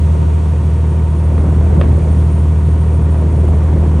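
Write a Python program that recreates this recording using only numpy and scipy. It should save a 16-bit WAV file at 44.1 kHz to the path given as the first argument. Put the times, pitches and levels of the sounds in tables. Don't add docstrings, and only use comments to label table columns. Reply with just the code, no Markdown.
import sys
import numpy as np
from scipy import signal
from scipy.fft import rfft, irfft
from scipy.io import wavfile
from scipy.ndimage import uniform_filter1d, minimum_filter1d

SR = 44100
rng = np.random.default_rng(int(sys.argv[2]) if len(sys.argv) > 2 else 0)


def transcribe(signal):
    frames = np.atleast_2d(signal).T
    limited = np.clip(frames, -1, 1)
    pcm = np.round(limited * 32767).astype(np.int16)
    wavfile.write(sys.argv[1], SR, pcm)


N = 176400
TIME = np.arange(N) / SR
CYCLE_HZ, CYLINDERS = 13.02, 6

# order, level_db
EXHAUST_ORDERS = [(3, -39), (4, -31), (5, -22), (6, 0), (7, -16), (8, -26), (9, -14.5), (10, -25),
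                  (11, -20), (12, -11.5)]
# order, level_db
HULL_ORDERS = [(14, -23.5), (15, -21), (18, -32), (21, -27.5), (27, -30.5), (30, -25.5), (39, -31.5),
               (48, -42.5), (52, -34), (56, -41), (94, -44), (107, -45.5)]
# freq_hz, level_db
RUSH_SPECTRUM = [(20, -26.5), (45, -10.5), (80, 0), (130, 5), (320, 6.5), (650, 4), (1100, -3), (1600, -19),
                 (2200, -64.5), (4000, -100)]


def amp(db):
    return 10 ** (np.asarray(db) / 20)


def unit(x):
    return x / np.sqrt(np.mean(x ** 2) + 1e-20)


def curve(points):
    return np.interp(TIME, *np.transpose(points))


def level_at(spectrum, hz):
    freq_hz, level_db = np.transpose(spectrum)
    return np.interp(np.log(hz + 1), np.log(freq_hz + 1), level_db)


def colour(x, spectrum):
    return unit(irfft(rfft(x) * amp(level_at(spectrum, np.fft.rfftfreq(N, 1 / SR))), N))


def noise(spectrum):
    return colour(rng.standard_normal(N), spectrum)


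def drift(rate_hz, size=2048):
    hz = np.fft.rfftfreq(size, N / SR / size)
    slow = irfft(rfft(rng.standard_normal(size)) * np.exp(-.5 * (hz / rate_hz) ** 2) * (hz > 0), size)
    return np.interp(TIME, np.linspace(0, N / SR, size), unit(slow))


def stereo(centre, sides):
    return np.array([centre + sides, centre - sides])


def quarter_turn(x):
    return irfft(-1j * rfft(x), N)


def add(mix, start_s, sound):
    part = mix[max(round(start_s * SR), 0):][:len(sound)]
    part += sound[:len(part)]


def churn(spectrum, lumps_db):
    edges = [0, 110, 330, 750, 1600, 20000]
    bins, hz = rfft(noise(spectrum)), np.fft.rfftfreq(N, 1 / SR)
    bands = [irfft(bins * (hz >= lo) * (hz < hi), N) for lo, hi in zip(edges, edges[1:])]
    return unit(sum(band * amp(lumps_db * 2 * np.tanh(drift(rate_hz=62) / 2)) for band in bands))


def partial(order, cycle_angle, waver):
    offset = 2 * np.pi * rng.random()
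    if order <= EXHAUST_ORDERS[-1][0]:
        offset = 2.4 * (order - CYLINDERS) ** 2
    level = np.sqrt(2) * (1 + waver * drift(rate_hz=16.5))
    return level * np.cos(order * cycle_angle + offset + waver * drift(rate_hz=4.1))


def spray():
    # freq_hz, level_db
    centre_spectrum = [(20, 17.5), (45, 19.5), (200, 9.5), (1000, 4), (2300, 7.5), (3400, 6), (4000, 1.5),
                       (4800, -0.5), (5000, -13.5), (5250, 0), (8600, 0.5), (9700, -4.5), (11200, -8),
                       (12300, -21.5), (13000, -49.5)]
    # freq_hz, level_db
    side_spectrum = [(2200, -39.5), (4000, -23), (4500, -2.5), (5000, 11.5), (5600, -4.5), (6500, -29),
                     (7700, 0), (9000, 7.5), (9800, 2.5), (11000, 5), (12500, 0), (15700, 0.5)]
    # time_s, gain_db
    swell = [(0, 1.7), (.45, 1), (1.1, -0.7), (1.6, 0.6), (2.1, 1.2), (2.9, -0.4), (4, 0.5)]
    hiss, diffuse = rng.standard_normal((2, N))
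    likeness = .75
    side_hiss = likeness * quarter_turn(hiss) + np.sqrt(1 - likeness ** 2) * diffuse
    centre = amp(-45.5) * colour(hiss, centre_spectrum)
    sides = amp(-55) * colour(side_hiss, side_spectrum)
    return amp(curve(swell)) * stereo(centre, sides)


def wind():
    # time_s, level_db
    gusts = [(0, -38), (.2, -28), (.45, -31), (.62, -43), (.8, -41.5), (1, -34.5), (1.2, -43.5),
             (1.36, -35), (1.52, -46), (1.75, -26), (2.05, -35), (2.22, -42.5), (2.8, -40.5), (3.3, -39.5),
             (4, -46)]
    centre = amp(-13) * churn(RUSH_SPECTRUM, lumps_db=.5)
    sides = amp(-.5) * churn(RUSH_SPECTRUM, lumps_db=.5)
    return amp(curve(gusts)) * stereo(centre, sides)


def wake():
    # time_s, level_db
    surge = [(0, -62), (.5, -32), (1.2, -30.5), (1.4, -20), (1.62, -23), (1.79, -17.5), (1.95, -21.5),
             (2.2, -25), (2.6, -39), (2.9, -26), (3.1, -25), (3.45, -21.5), (3.8, -20), (4, -22.5)]
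    # freq_hz, level_db
    roar = [(15, -27.5), (30, -19.5), (48, 10.5), (110, -3.5), (180, 1), (260, -2.5), (500, -8),
            (800, -18.5), (1300, -28), (2200, -35), (4000, -62.5), (9000, -76), (13000, -100)]
    return amp(curve(surge)) * stereo(churn(roar, lumps_db=4.5), amp(-22) * noise(RUSH_SPECTRUM))


def wave_thumps():
    # start_s, level_db, pitch_hz, length_s
    thumps = [(1.425, -17, 260, .022), (1.672, -14, 150, .026), (1.718, -13, 115, .04),
              (1.763, -4.5, 178, .03), (1.9, -8, 120, .032), (3.338, -11, 110, .042),
              (3.524, -11, 140, .026), (3.745, -11, 165, .018)]
    out = np.zeros(N)
    for start_s, level_db, pitch_hz, length_s in thumps:
        t = np.arange(0, length_s, 1 / SR)
        envelope = np.sin(np.pi * t / length_s) ** 2
        add(out, start_s, amp(level_db) * envelope * np.sin(2 * np.pi * (pitch_hz * t + rng.random())))
    return out


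def wave_slaps():
    # start_s, level_db, tilt_db_per_octave
    slaps = [(1.3795, -14, -2), (1.436, -20, -4), (1.8126, -6, 0), (1.8395, -23, 0), (3.155, -21, -3),
             (3.455, -22, -3), (3.4875, -16, -4), (3.752, -19, -5)]
    # freq_hz, level_db
    slap_spectrum = [(100, 2), (550, 7), (1000, 2), (2000, -6), (3500, -16), (6000, -33), (8000, -55),
                     (12000, -100)]
    # pitch_hz, level_db, decay_s
    panel = [(382, -15, .012), (560, -10.5, .009), (1227, -28, .014)]
    rise_s, crack_decay_s, splash_decay_s = .0008, .0015, .024
    crack_and_tail = np.exp(-TIME / crack_decay_s) + amp(-19) * np.exp(-TIME / splash_decay_s)
    envelope = np.minimum(TIME / rise_s, 1) * crack_and_tail
    ring = sum(amp(db) * np.exp(-TIME / decay) * np.sin(2 * np.pi * hz * TIME) for hz, db, decay in panel)
    out = np.zeros(N)
    for start_s, level_db, tilt in slaps:
        splash = noise([(hz, db + tilt * np.log2(hz)) for hz, db in slap_spectrum])
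        add(out, start_s, amp(level_db) * (envelope * splash + ring))
    return out


def turbos():
    # time_s, pitch_hz
    glide = [(0, 8670), (1, 8810), (2, 8760), (3, 8950), (4, 8960)]
    # pitch_ratio, level_db
    chargers = [(1, -62), (1.033, -64.5)]
    # time_s, gain_db
    swell = [(0, 2.5), (.8, 0.5), (1.25, 5), (1.7, 1), (2.2, 6), (2.55, 3), (3.3, 4.5), (4, 0.5)]
    width_hz = 55
    out = np.zeros((2, N))
    for pitch_ratio, level_db in chargers:
        phase = 2 * np.pi * np.cumsum(pitch_ratio * curve(glide)) / SR
        whistle = drift(width_hz / 2) * np.cos(phase) + drift(width_hz / 2) * np.sin(phase)
        out += amp(level_db + curve(swell)) * stereo(whistle, .6 * quarter_turn(whistle))
    return out


def block_buzz(cycle_angle, count=140, scatter_db=5):
    # freq_hz, level_db per harmonic
    contour = [(200, -45.5), (420, -59), (600, -62), (820, -64.5), (950, -58), (1100, -60), (1250, -67),
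               (1400, -67), (1800, -72.5), (2400, -68.5)]
    orders = np.setdiff1d(EXHAUST_ORDERS[-1][0] + 1 + np.arange(count), [round(k) for k, _ in HULL_ORDERS])
    out = np.zeros(N)
    for order in orders:
        level_db = level_at(contour, order * CYCLE_HZ) + scatter_db * rng.standard_normal()
        out += amp(level_db) * partial(order, cycle_angle, waver=.32)
    return out


def clatter(cycle_angle):
    # freq_hz, level_db
    spectrum = [(30, -14.5), (50, 1), (90, 10), (140, 10), (185, 2), (250, -5.5), (400, -7.5), (520, -4.5),
                (780, -12), (1000, -9.5), (1500, -26), (2500, -22.5), (4000, -48.5), (8000, -65),
                (13000, -100)]
    firing_angle = CYLINDERS * cycle_angle
    pulse = np.exp(.11 * np.cos(firing_angle) + .16 * np.cos(firing_angle / 2) + .2 * np.cos(cycle_angle))
    return amp(-28.5) * unit(pulse * noise(spectrum))


def knocks(cycle_angle):
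    # place_in_cycle (0-1), thud_db, tick_db
    pattern = [(0, -17.5, -34), (.333, -17.5, -35), (.655, -31, -32)]
    # time_s, gain_db
    force = [(0, -3.5), (1, -2.5), (1.5, -1), (2.4, -1.6), (4, -1.5)]
    thud_hz, thud_width_s = 385, .0018
    tick_hz, tick_width_s, tick_lead_s = 986, .00091, .0018
    scatter_db, detune = 1.3, .07
    out, t = np.zeros(N), np.arange(-.01, .01, 1 / SR)
    thud_shape = np.exp(-.5 * (t / thud_width_s) ** 2)
    tick_shape = np.exp(-.5 * ((t + tick_lead_s) / tick_width_s) ** 2)
    cycles = cycle_angle / (2 * np.pi)
    for place, thud_db, tick_db in pattern:
        for peak_s in np.interp(np.arange(place, cycles[-1], 1), cycles, TIME):
            thud_jitter, pitch_jitter, tick_jitter, tick_phase = rng.standard_normal(4)
            thud = thud_shape * np.cos(2 * np.pi * thud_hz * (1 + detune * pitch_jitter) * t)
            thud *= amp(thud_db + scatter_db * thud_jitter)
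            tick = tick_shape * np.cos(2 * np.pi * tick_hz * t + tick_phase)
            tick *= amp(tick_db + scatter_db * tick_jitter)
            add(out, peak_s + t[0], thud + tick)
    return amp(curve(force)) * out


def drone(cycle_angle):
    # time_s, gain_db
    load = [(0, -10.5), (.8, -13), (1.3, -10.5), (2.2, -10), (3, -11), (4, -10.5)]
    out = np.zeros(N)
    for order, level_db in list(EXHAUST_ORDERS) + list(HULL_ORDERS):
        waver = .1 if round(order) == CYLINDERS else .22
        out += amp(level_db) * partial(round(order), cycle_angle, waver)
    return amp(curve(load)) * out


def scene():
    cycle_hz = CYCLE_HZ * (1 + .000776 * drift(rate_hz=.696))
    cycle_angle = 2 * np.pi * np.cumsum(cycle_hz) / SR
    engine = drone(cycle_angle) + knocks(cycle_angle) + block_buzz(cycle_angle) + clatter(cycle_angle)
    return engine + wave_thumps() + wave_slaps() + turbos() + wake() + spray() + wind()


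def record(dry):
    low_cut_hz, ceiling, high_cut_hz = 36, .92, 15800
    dry = signal.sosfilt(signal.butter(4, low_cut_hz, "highpass", fs=SR, output="sos"), dry)
    gain = minimum_filter1d(np.minimum(1, ceiling / (abs(dry).max(0) + 1e-9)), size=801)
    limited = dry * uniform_filter1d(uniform_filter1d(gain, size=401), size=401)
    lowpass = signal.firwin(511, high_cut_hz, window=("kaiser", 9), fs=SR)
    return signal.oaconvolve(limited, lowpass[None], "same")


dry = scene()
out = record(dry)
transcribe(out)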